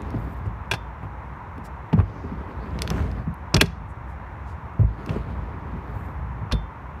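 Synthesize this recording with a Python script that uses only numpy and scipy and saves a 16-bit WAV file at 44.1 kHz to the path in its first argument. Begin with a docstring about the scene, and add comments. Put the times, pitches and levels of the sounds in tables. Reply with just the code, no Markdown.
"""A stunt scooter rides up a hollow ramp, clacks onto its top edge, drops back and rolls close past the
microphone; it then lands hard on a second ramp, comes back past and strikes the first edge again.
Blows are decaying noise bursts and ringing modes of panels, deck and steel edge; wheels are coloured noise
that swells with nearness. Throughout, a road hums far away and a light wind rumbles."""
import sys
import numpy as np
from scipy import signal
from scipy.fft import rfft, irfft, next_fast_len
from scipy.io import wavfile
from scipy.ndimage import uniform_filter1d, minimum_filter1d, map_coordinates

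SR = 44100
rng = np.random.default_rng(int(sys.argv[2]) if len(sys.argv) > 2 else 0)


def generate_wav(sig):
    """Save sig (samples, or channels by samples) to the path in sys.argv[1] as 16-bit PCM at SR."""
    pcm = np.round(np.clip(np.atleast_2d(sig).T, -1, 1) * 32767).astype(np.int16)
    wavfile.write(sys.argv[1], SR, pcm)


N = 308700  # samples, 7 s


def amp(db):
    """Logarithmic level: decibels become an amplitude ratio."""
    return 10 ** (np.asarray(db) / 20)


def unit(x):
    """Normalisation: scale to an rms of 1."""
    return x / np.sqrt(np.mean(x ** 2) + 1e-20)


def clock(seconds):
    """Sampling: the times in seconds of a sound of this length."""
    return np.arange(round(seconds * SR)) / SR


def add(track, start_s, sound):
    """Superposition: mix a sound into the track from its start time."""
    part = track[max(round(start_s * SR), 0):][:len(sound)]
    part += sound[:len(part)]


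def fade(t, t60):
    """Exponential damping: amplitude falls by 60 dB in t60 seconds (at least 1 ms)."""
    return np.exp(-np.log(1000) * t / max(t60, 1e-3))


def along(points, hz):
    """Spectral envelope: interpolate (Hz, value) points on a log-frequency axis."""
    f, v = np.transpose(points)
    return np.interp(np.log(hz + 1), np.log(f + 1), v)


def bump(hz, centre_hz, octaves):
    """Resonance curve: a Gaussian bell of height 1 on the log-frequency axis."""
    return np.exp(-.5 * (np.log2((hz + 1) / centre_hz) / octaves) ** 2)


def treble(hz):
    """Shelving curve: rises from 0 at 2.5 kHz to 1 at 10 kHz."""
    return along([(2500, 0), (10000, 1)], hz)


def coloured(x, gain_db):
    """Minimum-phase filtering: the folded cepstrum of a gain curve in dB gives a causal filter."""
    m = 2 * next_fast_len(len(x) // 2 + 4096)
    gain = amp(gain_db(np.fft.rfftfreq(m, 1 / SR)))
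    cepstrum = irfft(np.log(gain + 1e-6))
    cepstrum[1:m // 2] *= 2
    cepstrum[m // 2 + 1:] = 0
    response = np.exp(rfft(cepstrum))
    return irfft(rfft(x, m) * response)[:len(x)]


def wobble(rate):
    """Slow random modulation: a smooth curve through 'rate' random knots a second."""
    knots = rng.standard_normal(int(N * rate / SR) + 4)
    return map_coordinates(knots, [np.arange(N) * rate / SR])


def rush(spectrum, spiky_db):
    """Shot noise: countless tiny impacts, their sizes scattered by spiky_db, merge into noise of rms 1."""
    impacts = rng.standard_normal(N) * amp(spiky_db * wobble(900))
    return unit(coloured(impacts, lambda hz: along(spectrum, hz)))


def burst(envelope, smoothing_bins=160):
    """Spectral whitening: noise under an envelope, its energy evened out over the bands."""
    z = rfft(rng.standard_normal(len(envelope)) * envelope, 2 * len(envelope))
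    power = abs(uniform_filter1d(abs(z) ** 2, smoothing_bins)) + 1e-12
    return irfft(z / np.sqrt(power))[:len(envelope)]


def patchy(x, depth_db, bands=5, frames=14):
    """Time-frequency modulation: patches of the spectrum grow stronger and weaker at random."""
    z = signal.stft(x, nperseg=256)[2]
    field = uniform_filter1d(rng.standard_normal(z.shape), bands, 0)
    field = uniform_filter1d(field, frames, 1)
    return unit(signal.istft(z * amp(depth_db * unit(field)), nperseg=256)[1][:N])


# Metal and hard wheels striking. Each row: start in seconds, relative level in dB, centre in Hz,
# emphasis at that centre in dB, treble shelf in dB, crack t60 in seconds, relative deck ring in dB.
CLACK_HITS = [(0.7131, -8.5, 3000, -3.5, -7.5, .045, -14), (0.7365, -15.5, 785, 13, -6, 0.059, -23),
              (1.929, -18, 744, 23, -16.5, 0.021, -25), (1.9877, -18, 980, 24, -27, 0.015, -28),
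              (1.9996, -16.5, 1040, 20, -37, 0.016, -35), (3.5435, -5, 5290, 18.5, 1, 0.0047, -22.5),
              (3.5651, -8.5, 1100, 0.5, -7, 0.015, -23.5), (3.6112, 6, 2217, 4.5, 1.5, 0.018, -26),
              (3.659, -27.5, 5500, 7, -3, 0.027, -27), (5.093, -25, 2800, 6, -9.5, 0.011, -29),
              (6.5137, -19.5, 1110, 16, -18, 0.047, -27), (6.5212, -17.5, 4000, 12.5, 0, .03, -30)]
# Modes of the scooter's deck and fork. Each row: frequency in Hz, mean level in dB, t60 in seconds.
DECK_MODES = [(903, -6, 0.071), (1046, -13, .04), (1480, -8.5, .035), (1610, -2, 0.069), (2360, -7, .035),
              (2434, 1, 0.049), (2660, 5, .035), (2860, 2.5, .04), (3360, 1, .045), (4410, -10.5, .04),
              (4595, -12.5, 0.013), (5240, -9.5, 0.013), (5660, -6, 0.053), (8500, -16, .07)]
# Spectrum of a hard crack. Each row: frequency in Hz, relative level in dB per Hz.
CRACK_SPECTRUM = [(200, -22.5), (500, -4), (700, -6), (1150, -2), (1650, -1.5), (2050, -0.5), (2650, -0.5),
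                  (3500, -3.5), (4000, -3), (5600, -6), (7500, -14.5), (10200, -14), (12500, -17),
                  (15500, -26)]


def clacks(hold_s=0.0034, rattle_db=-26, rattle_t60=.13, ring_db=-18, level_db=-9):
    """Impact excitation: metal chatters for milliseconds and rings the deck; the contact point colours it."""
    out, t = np.zeros(N), clock(.25)
    for start, db, centre_hz, focus_db, treble_db, t60, deck_db in CLACK_HITS:
        envelope = fade(np.maximum(t - hold_s, 0), t60) + amp(rattle_db) * fade(t, rattle_t60)
        crack = coloured(burst(envelope), lambda hz: along(CRACK_SPECTRUM, hz))
        ring = np.zeros(len(t))
        for hz, mode_db, life in DECK_MODES:
            gain = amp(mode_db + rng.normal(0, 1))  # modes vary by about 1 dB
            ring += gain * fade(t, life) * np.sin(2 * np.pi * (hz * t + rng.random()))
        hit = coloured(crack + amp(deck_db + ring_db) * ring,
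                       lambda hz: focus_db * bump(hz, centre_hz, 0.54) + treble_db * treble(hz))
        onset_rms = np.std(hit[:SR // 200])  # first 5 ms
        add(out, start, amp(db + level_db) * hit / onset_rms)
    return out


# The rider's weight hitting the panels. Each row: start in seconds, peak of the boom in dB, centre in Hz,
# peak of the tyre slap in dB relative to the boom.
WEIGHT_BLOWS = [(0.14, -19, 282, -13), (0.168, -18.5, 70, -20), (0.269, -27.5, 310, -15.5),
                (0.455, -17.5, 90, -15.5), (0.716, -22, 120, 2.5), (1.029, -28, 130, -3),
                (1.579, -27, 270, -10), (1.928, -6.5, 188, -15), (1.975, -3, 90, -21), (2.0, -12, 65, -6),
                (2.238, -22.5, 332, -10), (2.314, -22.5, 219, -10), (2.746, -24.5, 208, -14.5),
                (2.908, -21, 146, 0), (3.021, -15.5, 71, -14.5), (3.267, -17, 171, -28.5),
                (3.54, -7, 135, -1), (3.564, -10.5, 60, -3), (3.613, -6.5, 398, -6),
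                (3.621, -14, 160.6, -14.5), (4.793, -6, 110, -19.5), (4.828, -6.5, 66, -39.5),
                (5.087, -15, 126, -8), (5.158, -19.5, 390, -3), (5.728, -25, 206, -21.5),
                (5.94, -24, 85, -25), (6.414, -19, 124, -28), (6.523, -11.5, 65, -17),
                (6.527, -11, 128, -19.5), (6.531, -21.5, 480, -14)]
# Modes of the hollow ramp. Each row: mean frequency in Hz, mean level in dB,
# t60 in seconds before each blow shortens it by a tenth.
RAMP_MODES = [(53.7, 1, 0.37), (82.6, -4, .25), (105, 2.5, 0.23), (122.3, -5, 0.15), (143, -1.5, 0.17),
              (165.8, -2, 0.28), (202.8, -6.5, 0.2), (230.8, -1, 0.087), (287.4, -2.5, 0.066),
              (391, -8, 0.13), (438, -9.5, 0.1), (526, -8.5, 0.057), (654, -10.5, 0.1)]
# Spectrum of dull drones and slaps. Each row: frequency in Hz, relative level in dB per Hz.
DRONE_SPECTRUM = [(90, -19), (190, 1), (290, -1), (450, -6.5), (700, -11.5), (1300, -15), (2500, -26),
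                  (5000, -54)]


def thumps(focus_db=17, attack_s=.0015, ring_share=0.9):
    """Modal excitation: a blow drives most the panel modes near its centre, and the tyre slaps dully."""
    out, t = np.zeros(N), clock(.5)
    for start, db, centre_hz, slap_db in WEIGHT_BLOWS:
        boom = np.zeros(len(t))
        for k, (hz, mode_db, t60) in enumerate(RAMP_MODES):
            gain = amp(mode_db + focus_db * bump(hz, centre_hz, 0.5) + rng.normal(0, 1))
            detuned_hz = hz * (1 + rng.normal(0, 0.028))
            polarity = (-1) ** k
            boom += polarity * gain * fade(t, t60 * ring_share) * np.sin(2 * np.pi * detuned_hz * t)
        boom *= 1 - np.exp(-t / attack_s)
        slap = rng.standard_normal(len(t)) * fade(t, 0.12)
        slap = coloured(slap, lambda hz: along(DRONE_SPECTRUM, hz))
        blow = boom / abs(boom).max() + amp(slap_db) * slap / abs(slap).max()
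        add(out, start, amp(db) * blow)
    return out


# Small hard ticks of the wheels and the loose headset. Each row: start in seconds, relative level in dB,
# centre in Hz, treble shelf in dB.
TICK_HITS = [(0.019, -44, 7000, 17), (0.105, -42, 5500, 12), (1.580, -48, 11000, -1),
             (2.790, -23, 3770, -14), (2.820, -13, 5100, 4), (2.876, -19.5, 4200, -9),
             (2.903, -17, 5200, 0.5), (3.115, -36, 4530, -2), (3.342, -45, 12300, 23),
             (5.062, -33, 2500, 10)]


def ticks(focus_db=7, t60=0.0064, tail_db=-26, tail_t60=0.091, level_db=-7):
    """Heavy damping: short dry snaps die in milliseconds, leaving a faint rattle."""
    out, t = np.zeros(N), clock(.1)
    for start, db, centre_hz, treble_db in TICK_HITS:
        snap = rng.standard_normal(len(t)) * (fade(t, t60) + amp(tail_db) * fade(t, tail_t60))
        snap = coloured(snap, lambda hz: along(CRACK_SPECTRUM, hz)
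                        + focus_db * bump(hz, centre_hz, 0.23) + treble_db * treble(hz))
        onset_rms = np.std(snap[:SR // 500])  # first 2 ms
        add(out, start, amp(db + level_db) * snap / onset_rms)
    return out


# Modes of the steel pipe along the ramp's edge. Each row: frequency in Hz, relative level in dB,
# t60 in seconds.
PIPE_MODES = [(3160, -20, 0.52), (3540, -3, 0.27), (3600, 2, .08), (10100, -13, 0.088)]
# Blows that catch the pipe. Each row: start in seconds, level in dB.
PIPE_HITS = [(0.714, -35.5), (6.524, -33.5)]


def coping():
    """Free vibration: the lightly damped steel edge sings on after the scooter catches it."""
    out, t = np.zeros(N), clock(.5)
    for start, db in PIPE_HITS:
        for hz, mode_db, t60 in PIPE_MODES:
            add(out, start, amp(db + mode_db) * fade(t, t60) * np.sin(2 * np.pi * hz * t))
    return out


# Runs across the park. 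Each row: touch-down in seconds, lift-off in seconds, moment nearest the microphone
# in seconds, distance then in metres, relative level there in dB.
RUNS = [(-0.2, 0.52, 0.052, 0.83, -6.5), (1.95, 3.233, 2.948, 0.53, 1.5), (4.852, 6.139, 5.12, 0.42, -0.5)]
SPEED_M_PER_S, CONTACT_S = 5.2, .09  # riding speed; time for the tyres to take or shed the load


def riding(carry_db, lag_s=0):
    """Inverse-distance law: rolling gain falls with distance, to a floor the ramps carry all along the run."""
    t, gain = np.arange(N) / SR - lag_s, np.zeros(N)
    for down, off, nearest, metres, db in RUNS:
        contact = np.clip(np.minimum(t - down, off - t) / CONTACT_S + .5, 0, 1)
        closeness = metres / np.hypot(metres, SPEED_M_PER_S * (t - nearest))
        gain += amp(db) * contact * np.maximum(closeness, amp(carry_db))
    return gain


# Spectra of deep rumble and of grit under the tyres. 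Each row: frequency in Hz, relative level in dB per Hz.
RUMBLE_SPECTRUM = [(20, -28), (33, -20.5), (48, -2.5), (62, 5), (90, -2), (140, -7), (200, -13), (400, -44),
                   (1000, -79)]
GRIT_SPECTRUM = [(600, -16), (1800, 14.5), (3200, 13), (4500, 10), (6500, 0), (9000, -15.5), (12000, -27),
                 (16000, -26.5)]


def wheels(rumble_db=-27, drone_db=-32.5, grit_db=-53, crunch_db=-59, hollow_db=5, grit_power=1.1):
    """Roughness excitation: uneven ground shakes panels and tyres; grit brightens to a crunch close by."""
    bumps_db = 1.9 * wobble(30)
    rumble = riding(carry_db=-12, lag_s=0.13) * rush(RUMBLE_SPECTRUM, spiky_db=2)

    def panels(hz):
        """Resonant filtering: the ramp's modes colour the drone of the tyres."""
        return hollow_db * sum(bump(hz, mode[0], .05) for mode in RAMP_MODES)

    tyres = unit(coloured(rush(DRONE_SPECTRUM, spiky_db=3.8), panels))
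    drone = riding(carry_db=-10) * tyres
    crackle = patchy(rush(GRIT_SPECTRUM, spiky_db=3.2), depth_db=2.2)
    grit = riding(carry_db=-13.5) ** grit_power * crackle
    bright = unit(coloured(crackle, lambda hz: 32 * treble(hz)))
    crunch = riding(carry_db=-20) ** 2 * bright  # squared: fades faster with distance
    low = amp(rumble_db + bumps_db / 2) * rumble + amp(drone_db + bumps_db) * drone
    return low + amp(grit_db + bumps_db / 2) * grit + amp(crunch_db + bumps_db / 2) * crunch


# The ramp's curve loading the bearings. Each row: time of the height in seconds, level in dB,
# build-up in seconds.
CURVE_LOADS = [(0.31, -70, 0.16), (6.03, -70, 0.16)]
UNLOAD_S = 0.098  # the hiss dies as the wheels reach the top
# Spectrum of the bearings. Each row: frequency in Hz, relative level in dB per Hz.
FIZZ_SPECTRUM = [(4000, -31), (7000, 0), (10500, -3), (12500, 4.5), (15000, 2), (16000, -20)]


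def bearings(near_db=-75, near_power=1.9, flutter_db=3.0):
    """Friction noise: a fine fizz, heard close by and when the scooter presses into the ramp's curve."""
    t = np.arange(N) / SR
    gain = amp(near_db) * riding(carry_db=-22) ** near_power
    for height_s, db, build_up in CURVE_LOADS:
        width = np.where(t < height_s, build_up, UNLOAD_S)
        gain += amp(db) * np.exp(-((t - height_s) / width) ** 2)
    return gain * amp(flutter_db * wobble(45)) * rush(FIZZ_SPECTRUM, spiky_db=3.5)


# Tyres scrubbing sideways. Each row: time of the height in seconds, level in dB, centre in Hz,
# time from the height to 1/e in seconds, relative bandwidth in octaves.
TYRE_SLIPS = [(0.466, -67, 6000, 0.0099, .73), (1.659, -53, 5500, .015, 1), (2.18, -66.5, 5150, 0.13, 0.28),
              (2.627, -64, 4400, 0.025, .1), (3.6097, -23, 2620, .0086, 0.094),
              (3.905, -66.5, 8000, 0.019, 0.33), (4.106, -70, 6970, .03, 0.734),
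              (4.50, -63, 4480, .035, 0.71)]


def scuffs():
    """Sliding friction: a slipping tyre swells and stops; a wide band is a scrub, a narrow one a squeak."""
    out, t = np.zeros(N), clock(.5)
    middle = t.mean()
    for height_s, db, centre_hz, length, octaves in TYRE_SLIPS:
        slip = coloured(rng.standard_normal(len(t)), lambda hz: 55 * bump(hz, centre_hz, 2.6 * octaves))
        swell = np.exp(-((t - middle) / length) ** 2)
        add(out, height_s - middle, amp(db) * unit(slip) * swell)
    return out


def rattle(count=60, level_db=-67, near_db=16, scatter_db=4, t60=0.014, treble_db=10):
    """Random impacts: loose parts tick faintly at chance moments, louder as the scooter rolls near."""
    out, t, near = np.zeros(N), clock(.05), riding(carry_db=-20)
    for place in rng.integers(N, size=count):
        db = level_db + near_db * near[place] + scatter_db * rng.standard_normal()
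        add(out, place / SR, amp(db) * fade(t, t60) * rng.standard_normal(len(t)))
    return coloured(out, lambda hz: along(CRACK_SPECTRUM, hz) + treble_db * treble(hz))


# Spectrum of distant tyres. Each row: frequency in Hz, relative level in dB per Hz.
TRAFFIC_SPECTRUM = [(100, -16), (300, -6), (480, -7), (700, -4), (950, 3), (1400, -6), (2000, -11.5),
                    (2600, -20.5), (3100, -30), (4000, -38), (6000, -51.5)]


def road(hum_db=-41.5, drone_db=-51):
    """Incoherent summation: distant tyres merge into a hum near one kilohertz, over a low engine drone."""
    hum = amp(hum_db + .3 * wobble(4)) * rush(TRAFFIC_SPECTRUM, spiky_db=.2)
    drone = amp(drone_db + 0.55 * wobble(7)) * rush(DRONE_SPECTRUM, spiky_db=2.9)
    return hum + drone


# Spectrum of the open air's faint hiss. Each row: frequency in Hz, relative level in dB per Hz.
AIR_SPECTRUM = [(2060, -25), (3500, -2), (4840, -15), (5580, -8.5), (10700, -25), (13300, -20.5),
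                (15500, -26)]


def breeze(rumble_db=-35.0, gust_db=2.96, hiss_db=-73):
    """Turbulence noise: light wind rumbles in gusts at the microphone, under a faint even hiss."""
    rumble = amp(rumble_db + gust_db * wobble(2.4)) * rush(RUMBLE_SPECTRUM, spiky_db=0.5)
    return rumble + amp(hiss_db) * rush(AIR_SPECTRUM, spiky_db=1.0)


def grounded(x, delay_s=.00115, bounce_db=-13):
    """Comb filtering: a sharp sound arrives directly and off the ground, which ripples its colour."""
    hz = np.fft.rfftfreq(N, 1 / SR)
    bounce = amp(bounce_db) * np.exp(-2j * np.pi * hz * delay_s)
    return irfft(rfft(x) * (1 + bounce), N)


def park(x, t60=0.37, echo_db=-32):
    """Diffuse reflection: ramps and fences scatter back a thin, dull tail after 8 ms."""
    t = clock(.5)
    tail = rng.standard_normal(len(t)) * fade(t, t60) * (t > .008)
    dulling = [(1500, 0.5), (2600, 0.5), (6000, 0.0), (15000, -17)]  # (Hz, dB)
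    tail = coloured(tail, lambda hz: along(dulling, hz))
    return x + amp(echo_db) * signal.fftconvolve(x, tail / np.linalg.norm(tail))[:N]


def scene():
    """Superposition: blows in the open air, over the rolling, the road and the breeze."""
    sharp = grounded(clacks() + ticks())
    blows = park(sharp + rattle() + thumps() + scuffs()) + coping()
    return (blows + wheels() + bearings() + road() + breeze())[None]


def gain_control(x, knee_db=-18, recovery_s=0.17):
    """Dynamic compression: smoothed power lowers the gain after loud blows, and it creeps back."""
    keep = np.exp(-1 / (recovery_s * SR))
    power = signal.lfilter([1 - keep], [1, -keep], x ** 2)
    return x / np.sqrt(1 + power / amp(knee_db) ** 2)


def record(dry, low_hz=42, top_hz=15400, ceiling=.74):
    """Band and level limiting: deep bass is shed, gain ducks, cracks are held, the top ends steeply."""
    thin = signal.sosfilt(signal.butter(3, low_hz, "highpass", fs=SR, output="sos"), dry)
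    ducked = gain_control(thin)
    needed = ceiling / np.maximum(abs(ducked), ceiling)
    gain = uniform_filter1d(minimum_filter1d(needed, size=21), size=21)  # about half a millisecond
    band_limit = signal.cheby1(10, .05, top_hz, fs=SR, output="sos")
    return signal.sosfiltfilt(band_limit, ducked * gain)


dry = scene()
out = record(dry)
generate_wav(out)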